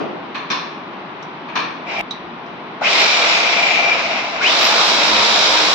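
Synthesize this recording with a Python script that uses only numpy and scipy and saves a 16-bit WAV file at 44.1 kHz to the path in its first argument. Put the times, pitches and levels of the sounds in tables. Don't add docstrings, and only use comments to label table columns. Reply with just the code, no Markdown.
import sys
import numpy as np
from scipy import signal
from scipy.fft import rfft, irfft
from scipy.io import wavfile
from scipy.ndimage import uniform_filter1d

SR = 44100
rng = np.random.default_rng(int(sys.argv[2]) if len(sys.argv) > 2 else 0)


def put_to_file(sound):
    columns = np.atleast_2d(sound).T
    safe = np.clip(columns, -1, 1)
    whole_steps = np.round(safe * 32767)
    wavfile.write(sys.argv[1], SR, whole_steps.astype(np.int16))


N = 253134
T = np.arange(N) / SR
HZ = np.maximum(np.arange(N // 2 + 1) * SR / N, 1)

# (f/Hz, likeness/1)
LIKENESS = [(60, 0.96), (130, 1), (290, 0.89), (640, 0.79), (1410, 0.03), (3100, 0.04), (6820, -0.11),
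            (15000, 0.27)]
# (f/Hz, phase/rad)
PORT_PHASE = [(20, -1), (500, 0.06), (2330, -1.33), (3100, -5), (3880, -8), (8700, -8.5), (15300, -40.5)]
# (f/Hz, level/dB)
PORT_TILT = [(60, -0.5), (110, -0.5), (200, 1), (380, 1.5), (700, 1), (1290, 2.5), (2380, 3.5),
             (4400, -5.5), (8120, -1), (15000, 0)]
# (f/Hz, level/dB)
DISTANCE_LOSS = [(20, 2.5), (6000, -1), (7000, -11.5), (8500, -18.5), (12000, -31), (20000, -39)]
# (f/Hz, t60/s)
HALL_DECAY = [(200, 0.49), (530, 1), (1390, 0.68), (3680, 0.56), (7000, 0.3), (13000, .15)]
# (f/Hz, density/dB per Hz)
SHOP_SPECTRUM = [(30, -52), (80, -28.5), (163, -4), (337, -2), (500, -9), (980, -2.5), (1720, -12.5),
                 (2500, -13.5), (3900, -22), (4600, -30.5), (6000, -39), (6500, -54.5), (7500, -62),
                 (8300, -81)]
# (t/s, length/s, level/dB)
PUFFS = [(1.99, .02, -46.5), (2.223, .03, -55), (2.44, .12, -63), (2.82, .02, -61), (3.6, .48, -59),
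         (4.363, 0.035, -58), (4.746, .02, -62), (4.922, .06, -62), (5.13, .07, -45.5), (5.37, 0.14, -52.5),
         (5.54, 0.091, -48)]
# (t/s, level/dB)
CLICKS = [(1.9943, -36), (2.0108, -37), (2.0164, -56), (2.0358, -61)]
# (t/s, level/dB, thud/dB, crack/dB, top/dB)
KNOCKS = [(0.0, -23.5, 3.5, -30, -46), (0.345, -15.5, -20, -9, -30), (0.501, -9.5, -18, -4.5, -19),
          (0.923, -34, -4, -25, -38), (1.185, -38, -5, -19, -46), (1.484, -23.5, -25, -15, -36),
          (1.554, -8, -17, -8.5, -25), (2.459, -32, -7, -21, -27)]
# (f/Hz, width/Hz, level/dB)
TIMBER_MODES = [(312, 515, 10), (640, 270, 2.5), (1057, 280, 2.5), (1750, 430, -2), (2355, 610, -1),
                (3540, 340, 2), (4150, 360, 0.5), (5330, 1350, 9), (10000, 4400, -4)]
# (t/s, level/dB, upper modes/dB)
CLINKS = [(1.226, -35, 11), (2.108, -15, -2)]
# (f/Hz, width/Hz, level/dB)
STEEL_MODES = [(3830, 200, -1), (3700, 900, -8), (5750, 700, -13), (7200, 900, -19)]
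# (f/Hz, level/dB, from/s, to/s)
GEAR_TONES = [(215.5, -38.5, 4.85, 5.4), (307.5, -35.5, 4.85, 5.25), (309, -35, 5.4, 5.8),
              (625, -33, 5.25, 5.55), (926, -29.5, 4.95, 5.65), (845, -31, 4.6, 4.95),
              (3881, -35, 4.7, 5.8), (3278, -39, 4.7, 5.8)]
# (f/Hz, density/dB per Hz)
BOOM_SPECTRUM = [(90, -49), (150, -27), (250, -16.5), (400, -8.5), (530, -4), (870, -4), (940, -1),
                 (1400, -2.5), (2000, -9.5), (2600, -40.5)]
# (f/Hz, density/dB per Hz)
RATTLE_SPECTRUM = [(1150, -41), (1950, -10.5), (2070, -4), (2350, -3), (2440, -2.5), (2550, -2),
                   (3000, -9.5), (3900, -26.5), (6600, -120)]
# (f/Hz, density/dB per Hz)
AIR_SPECTRUM = [(1000, -12), (1700, -9.5), (2070, -14.5), (2170, -6), (2430, -6.5), (2890, -4.5),
                (3870, 1.5), (4480, -4.5), (4980, -3), (5680, -5.5), (6530, -17.5), (7150, -14),
                (8160, -41), (9000, -49), (11700, -101), (19800, -120)]
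# (f/Hz, density/dB per Hz)
TREBLE_SPECTRUM = [(4410, -33.5), (7500, -5.5), (8170, -13), (9320, -21), (9580, -26), (11800, -24),
                   (14800, -27), (15200, -32), (15600, -51)]
# (f/Hz, width/Hz, level/dB)
HOUSING_MODES = [(697.6, 118, 1), (789, 130, -3.5)]
# (f/Hz, width/Hz, level/dB)
CASE_MODES = [(2364, 55, 0)]
# (f/Hz, width/Hz, level/dB)
SHELL_MODES = [(1450, 250, 3), (2200, 200, 3), (2530, 200, 6), (2730, 200, 5), (3100, 350, 3),
               (3600, 600, 2)]
# (t/s, housing ring/dB, gear rattle/dB, gear case ring/dB)
CHATTER = [(2.81, -30, -41, -42), (2.83, -26.5, -26.5, -32), (2.866, -27, -13, -21),
           (2.892, -28.5, -21, -22), (3.0, -25, -17, -28), (3.12, -29.5, -21.5, -21.5),
           (3.25, -25.5, -19.5, -25.5), (3.36, -24, -19, -20.5), (3.5, -26, -17.5, -26),
           (3.7, -26, -17.5, -22), (3.92, -22.5, -18.5, -17.5), (4.0, -28, -21.5, -36.5),
           (4.25, -29, -24, -41), (4.37, -33, -28, -44), (4.442, -33.5, -16.5, -26), (4.5, -23.5, -20, -36),
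           (4.7, -25, -22, -37), (5.74, -31, -22.5, -31)]
# (shaft f/Hz, level/dB)
SLOT_WHINE = [(60, -60), (120, -21), (170, -24), (213, -15), (243, -18), (300, -23), (350, -39), (480, -45)]
# (f/Hz, level/dB)
FAN_WHINE = [(2000, -63), (3600, -49), (5800, -50), (7600, -57), (8600, -57), (10000, -71), (11000, -66),
             (12200, -47), (13000, -62), (14200, -66), (14700, -63)]
# (shaft multiple/1, level/dB)
OVERTONES = [(24, -19), (36, -15), (48, -24), (60, -26)]
# (f/Hz, level/dB)
VENTS = [(1000, -30), (3500, -12), (5000, -5), (6000, -3), (7000, -5), (7600, -19), (8300, -36),
         (9500, -55), (15000, -80)]
BLIP_DB = dict(boom=-31.5, housing=-28, rattle=-25, case=-27, air=-36, treble=-100)

TOP_HZ, MIN_LIKENESS = 15730, 0.24
SHOP_DB, BREEZE_DB = -31, -72
PUFF_RISE_DB_PER_S, PUFF_FALL_DB_PER_S = 247, 201
HISS_S, HISS_DB, HISS_RISE_DB_PER_S, HISS_FALL_DB_PER_S = 1.994, -56, 1100, 450

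SLOTS, FAN_BLADES, STROKES_PER_TURN = 12, 31, 0.13
BLIP_S, BLIP_SWELL_S, BLIP_STOP_S = 1.853, 0.063, 2.013
PULLS_S, RELEASE_S, HEARD_FROM_S = (2.793, 4.382), 3.02, 2.808
TOP_TURNS_HZ, QUICK_S, SLOW_S, SLOW_SHARE = 477.3, .0658, .2177, .535
COAST_S, FRICTION_HZ = 1.495, 130.5
# (level/dB at and above the knee, loss/dB per halving of speed, knee/shaft Hz)
BOOM_LAW, AIR_LAW, TREBLE_LAW = (-19, 3.35, 446), (-15.5, 7.12, 404), (-39.5, 11.2, 427)
AIR_SWELL_S = .035
KICK_S, KICK_DB, KICK_WIDTH_S = 2.821, -16.5, .006
SLOT_FIRST_PULL_DB, SLOT_COAST_DB, FAN_COAST_DB = -5, -54, -7


def undb(db):
    return 10 ** (np.asarray(db) / 20)


def across(table):
    hz, value = np.transpose(table)
    return np.interp(np.log(HZ), np.log(np.maximum(hz, 1)), value)


def spectrum(table):
    return undb(across(table)) * (HZ > table[0][0]) * (HZ < table[-1][0])


def ring(modes):
    return sum(undb(db) / (1 + 1j * (HZ / hz - hz / HZ) * hz / width) ** 2 for hz, width, db in modes)


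def shape(x, gain):
    return irfft(rfft(x) * gain, N)


def unit(x):
    return x / np.sqrt(np.mean(x ** 2))


def diffuse(gain):
    likeness = np.clip(across(LIKENESS), MIN_LIKENESS, .98)
    left, other = rfft(rng.standard_normal((2, N))) * gain
    shared = likeness * left * np.exp(-1j * across(PORT_PHASE))
    right = shared + np.sqrt(1 - likeness ** 2) * other
    return unit(irfft(np.array([left, right]), N))


def walk(rate_hz):
    hold = int(SR / rate_hz)
    steps = np.repeat(rng.standard_normal(N // hold + 1), hold)
    return 1.14 * uniform_filter1d(uniform_filter1d(steps, hold), hold)[:N]


def tone(cycles, rms_db, waver_db, drift_cycles, rate_hz):
    level = np.sqrt(2) * undb(rms_db + waver_db * walk(rate_hz))
    return level * np.sin(2 * np.pi * (cycles + drift_cycles * walk(rate_hz)))


def peak(start_s, length_s, db, rise_db_per_s, fall_db_per_s):
    rise = rise_db_per_s * np.maximum(start_s - T, 0)
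    fall = fall_db_per_s * np.maximum(T - start_s - length_s, 0)
    return undb(db - rise - fall)


def echoes(x, t60_s=0.31, wet_db=-2):
    tail = rng.standard_normal((2, N)) * undb(-60 * T / t60_s) * (T > .003)
    tail *= undb(wet_db) / np.sqrt(np.sum(tail ** 2, axis=1, keepdims=True))
    return x + signal.fftconvolve(x[None], tail[:, :SR], axes=1)[:, :N]


def in_hall(start_s, db, gain, build_s=0.0037, dry=0.93, direct=.42):
    age, out = np.maximum(T - start_s, 0), 0
    for hz, t60_s in HALL_DECAY:
        band = np.exp(-(np.log(HZ / hz) / 0.64) ** 2)
        out = out + shape(rng.standard_normal((2, N)), gain * band) * undb(-60 * dry * age / t60_s)
    early = 1 + direct * np.exp(-age / 0.0076)
    both_ports = out + 0.26 * out.mean(0)
    blow = both_ports * undb(db) * (1 - np.exp(-age / build_s)) * early
    return shape(blow, undb(across(DISTANCE_LOSS)))


def shop_hum():
    return undb(SHOP_DB + 0.22 * walk(4.0)) * diffuse(spectrum(SHOP_SPECTRUM))


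def port_air():
    air = undb(BREEZE_DB + 4.5 * walk(11))
    for start_s, length_s, db in PUFFS:
        air = air + peak(start_s, length_s, db, PUFF_RISE_DB_PER_S, PUFF_FALL_DB_PER_S)
    noise = rng.standard_normal((2, N))
    rumble = unit(shape(noise + 0.72 * noise[0], ring([(60.6, 84, 0)])))
    return rumble * air * undb([[-2.0], [2.5]])


def bright_clicks():
    level = peak(HISS_S, 0, HISS_DB, HISS_RISE_DB_PER_S, HISS_FALL_DB_PER_S)
    for click_s, db in CLICKS:
        level = level + undb(db) * np.exp(-((T - click_s) / 0.00051) ** 2)
    return level * unit(shape(rng.standard_normal((2, N)), ring([(10000, 18000, 0)])))


def tool_clinks():
    out = 0
    for start_s, db, upper_db in CLINKS:
        gain = ring(STEEL_MODES[:2]) + undb(upper_db) * ring(STEEL_MODES[2:])
        out += in_hall(start_s, db, gain, build_s=.0005, dry=1.5, direct=2.5)
    return out


def timber_knocks():
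    out = 0
    for start_s, db, thud, crack, top in KNOCKS:
        shares_db = [thud, thud, 0, 0, 0, crack, crack, top, top]
        modes = [(hz, width, mode_db + share) for (hz, width, mode_db), share in zip(TIMBER_MODES, shares_db)]
        out += in_hall(start_s, db + 6.0, ring(modes))
    return out


def gear_hum():
    out = np.zeros(N)
    for hz, db, start_s, end_s in GEAR_TONES:
        fade = np.clip(np.minimum(T - start_s, end_s - T) / .1, 0, 1)
        out += fade * tone(hz * T, db, 2.5, .15, 12)
    return out


def spin_up(age_s):
    slow = SLOW_SHARE * np.exp(-age_s / SLOW_S)
    quick = (1 - SLOW_SHARE) * np.exp(-age_s / QUICK_S)
    return TOP_TURNS_HZ * (1 - slow - quick)


def shaft():
    first, second = (spin_up(np.maximum(T - pull_s, 0)) for pull_s in PULLS_S)
    release_hz = spin_up(RELEASE_S - PULLS_S[0])
    coast = (release_hz + FRICTION_HZ) * np.exp((RELEASE_S - T) / COAST_S) - FRICTION_HZ
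    speed = np.where(T < RELEASE_S, first, np.maximum(coast, second))
    pulling = uniform_filter1d(1. * ((T < RELEASE_S) | (second > coast)), size=800)
    return uniform_filter1d(np.maximum(speed, 1), size=600), pulling


def motor_whine(speed, pulling, turns, air):
    slot_db = pulling * np.interp(speed, *np.transpose(SLOT_WHINE)) + (1 - pulling) * SLOT_COAST_DB
    slot_db = slot_db + SLOT_FIRST_PULL_DB * (T < RELEASE_S)
    fan_db = np.interp(FAN_BLADES * speed, *np.transpose(FAN_WHINE)) + (1 - pulling) * FAN_COAST_DB
    slots = shape(tone(SLOTS * turns, slot_db, 2.5, .09, 150), np.abs(ring(SHELL_MODES)))
    fan = tone(FAN_BLADES * turns, fan_db, 3.3, 0.15, 50)
    overtones = sum(tone(multiple * turns, db, 4.5, .12, 30) for multiple, db in OVERTONES)
    return slots + fan + shape(air * overtones, spectrum(VENTS))


def jigsaw():
    speed, pulling = shaft()
    turns = np.cumsum(speed) / SR
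    stroke = np.cos(2 * np.pi * STROKES_PER_TURN * turns)
    on = np.clip((T - HEARD_FROM_S) / .004, 0, 1)
    blip = np.clip((T - BLIP_S) / BLIP_SWELL_S, 0, 1) * (T < BLIP_STOP_S)

    def part(name, db):
        return on * undb(db) + blip * undb(BLIP_DB[name])

    def law(full_db, db_per_halving, knee_hz):
        return full_db + db_per_halving * np.log2(np.minimum(speed / knee_hz, 1))

    late_db = -12 * np.exp(-np.maximum(T - HEARD_FROM_S, 0) / AIR_SWELL_S)
    boom = part("boom", law(*BOOM_LAW))
    air = part("air", law(*AIR_LAW) + late_db)
    treble = part("treble", law(*TREBLE_LAW) + late_db)
    chatter_s, housing_db, rattle_db, case_db = np.transpose(CHATTER)
    housing = part("housing", np.interp(T, chatter_s, housing_db))
    housing = housing + undb(KICK_DB) * np.exp(-((T - KICK_S) / KICK_WIDTH_S) ** 2)
    rattle = part("rattle", np.interp(T, chatter_s, rattle_db))
    case = part("case", np.interp(T, chatter_s, case_db))

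    out = boom * undb(0.56 * stroke + 0.96 * walk(12)) * diffuse(spectrum(BOOM_SPECTRUM))
    out += rattle * undb(1.0 * stroke + 1.26 * walk(25)) * diffuse(spectrum(RATTLE_SPECTRUM))
    out += housing * undb(1.6 * stroke + 1.6 * walk(19)) * diffuse(ring(HOUSING_MODES))
    out += air * undb(0.92 * stroke + 0.53 * walk(24)) * diffuse(spectrum(AIR_SPECTRUM))
    out += treble * undb(1.1 * walk(40)) * diffuse(spectrum(TREBLE_SPECTRUM))
    out += case * diffuse(ring(CASE_MODES)) + gear_hum()
    return out + echoes(on * motor_whine(speed, pulling, turns, air))


def scene():
    return shop_hum() + port_air() + bright_clicks() + tool_clinks() + timber_knocks() + jigsaw()


def record(dry):
    tilt = undb(np.outer([.5, -.5], across(PORT_TILT)))
    loud = shape(dry, tilt)
    rounded = loud / (1 + loud ** 8) ** (1 / 8)
    return signal.sosfilt(signal.ellip(10, .2, 80, TOP_HZ, fs=SR, output="sos"), rounded)


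dry = scene()
out = record(dry)
put_to_file(out)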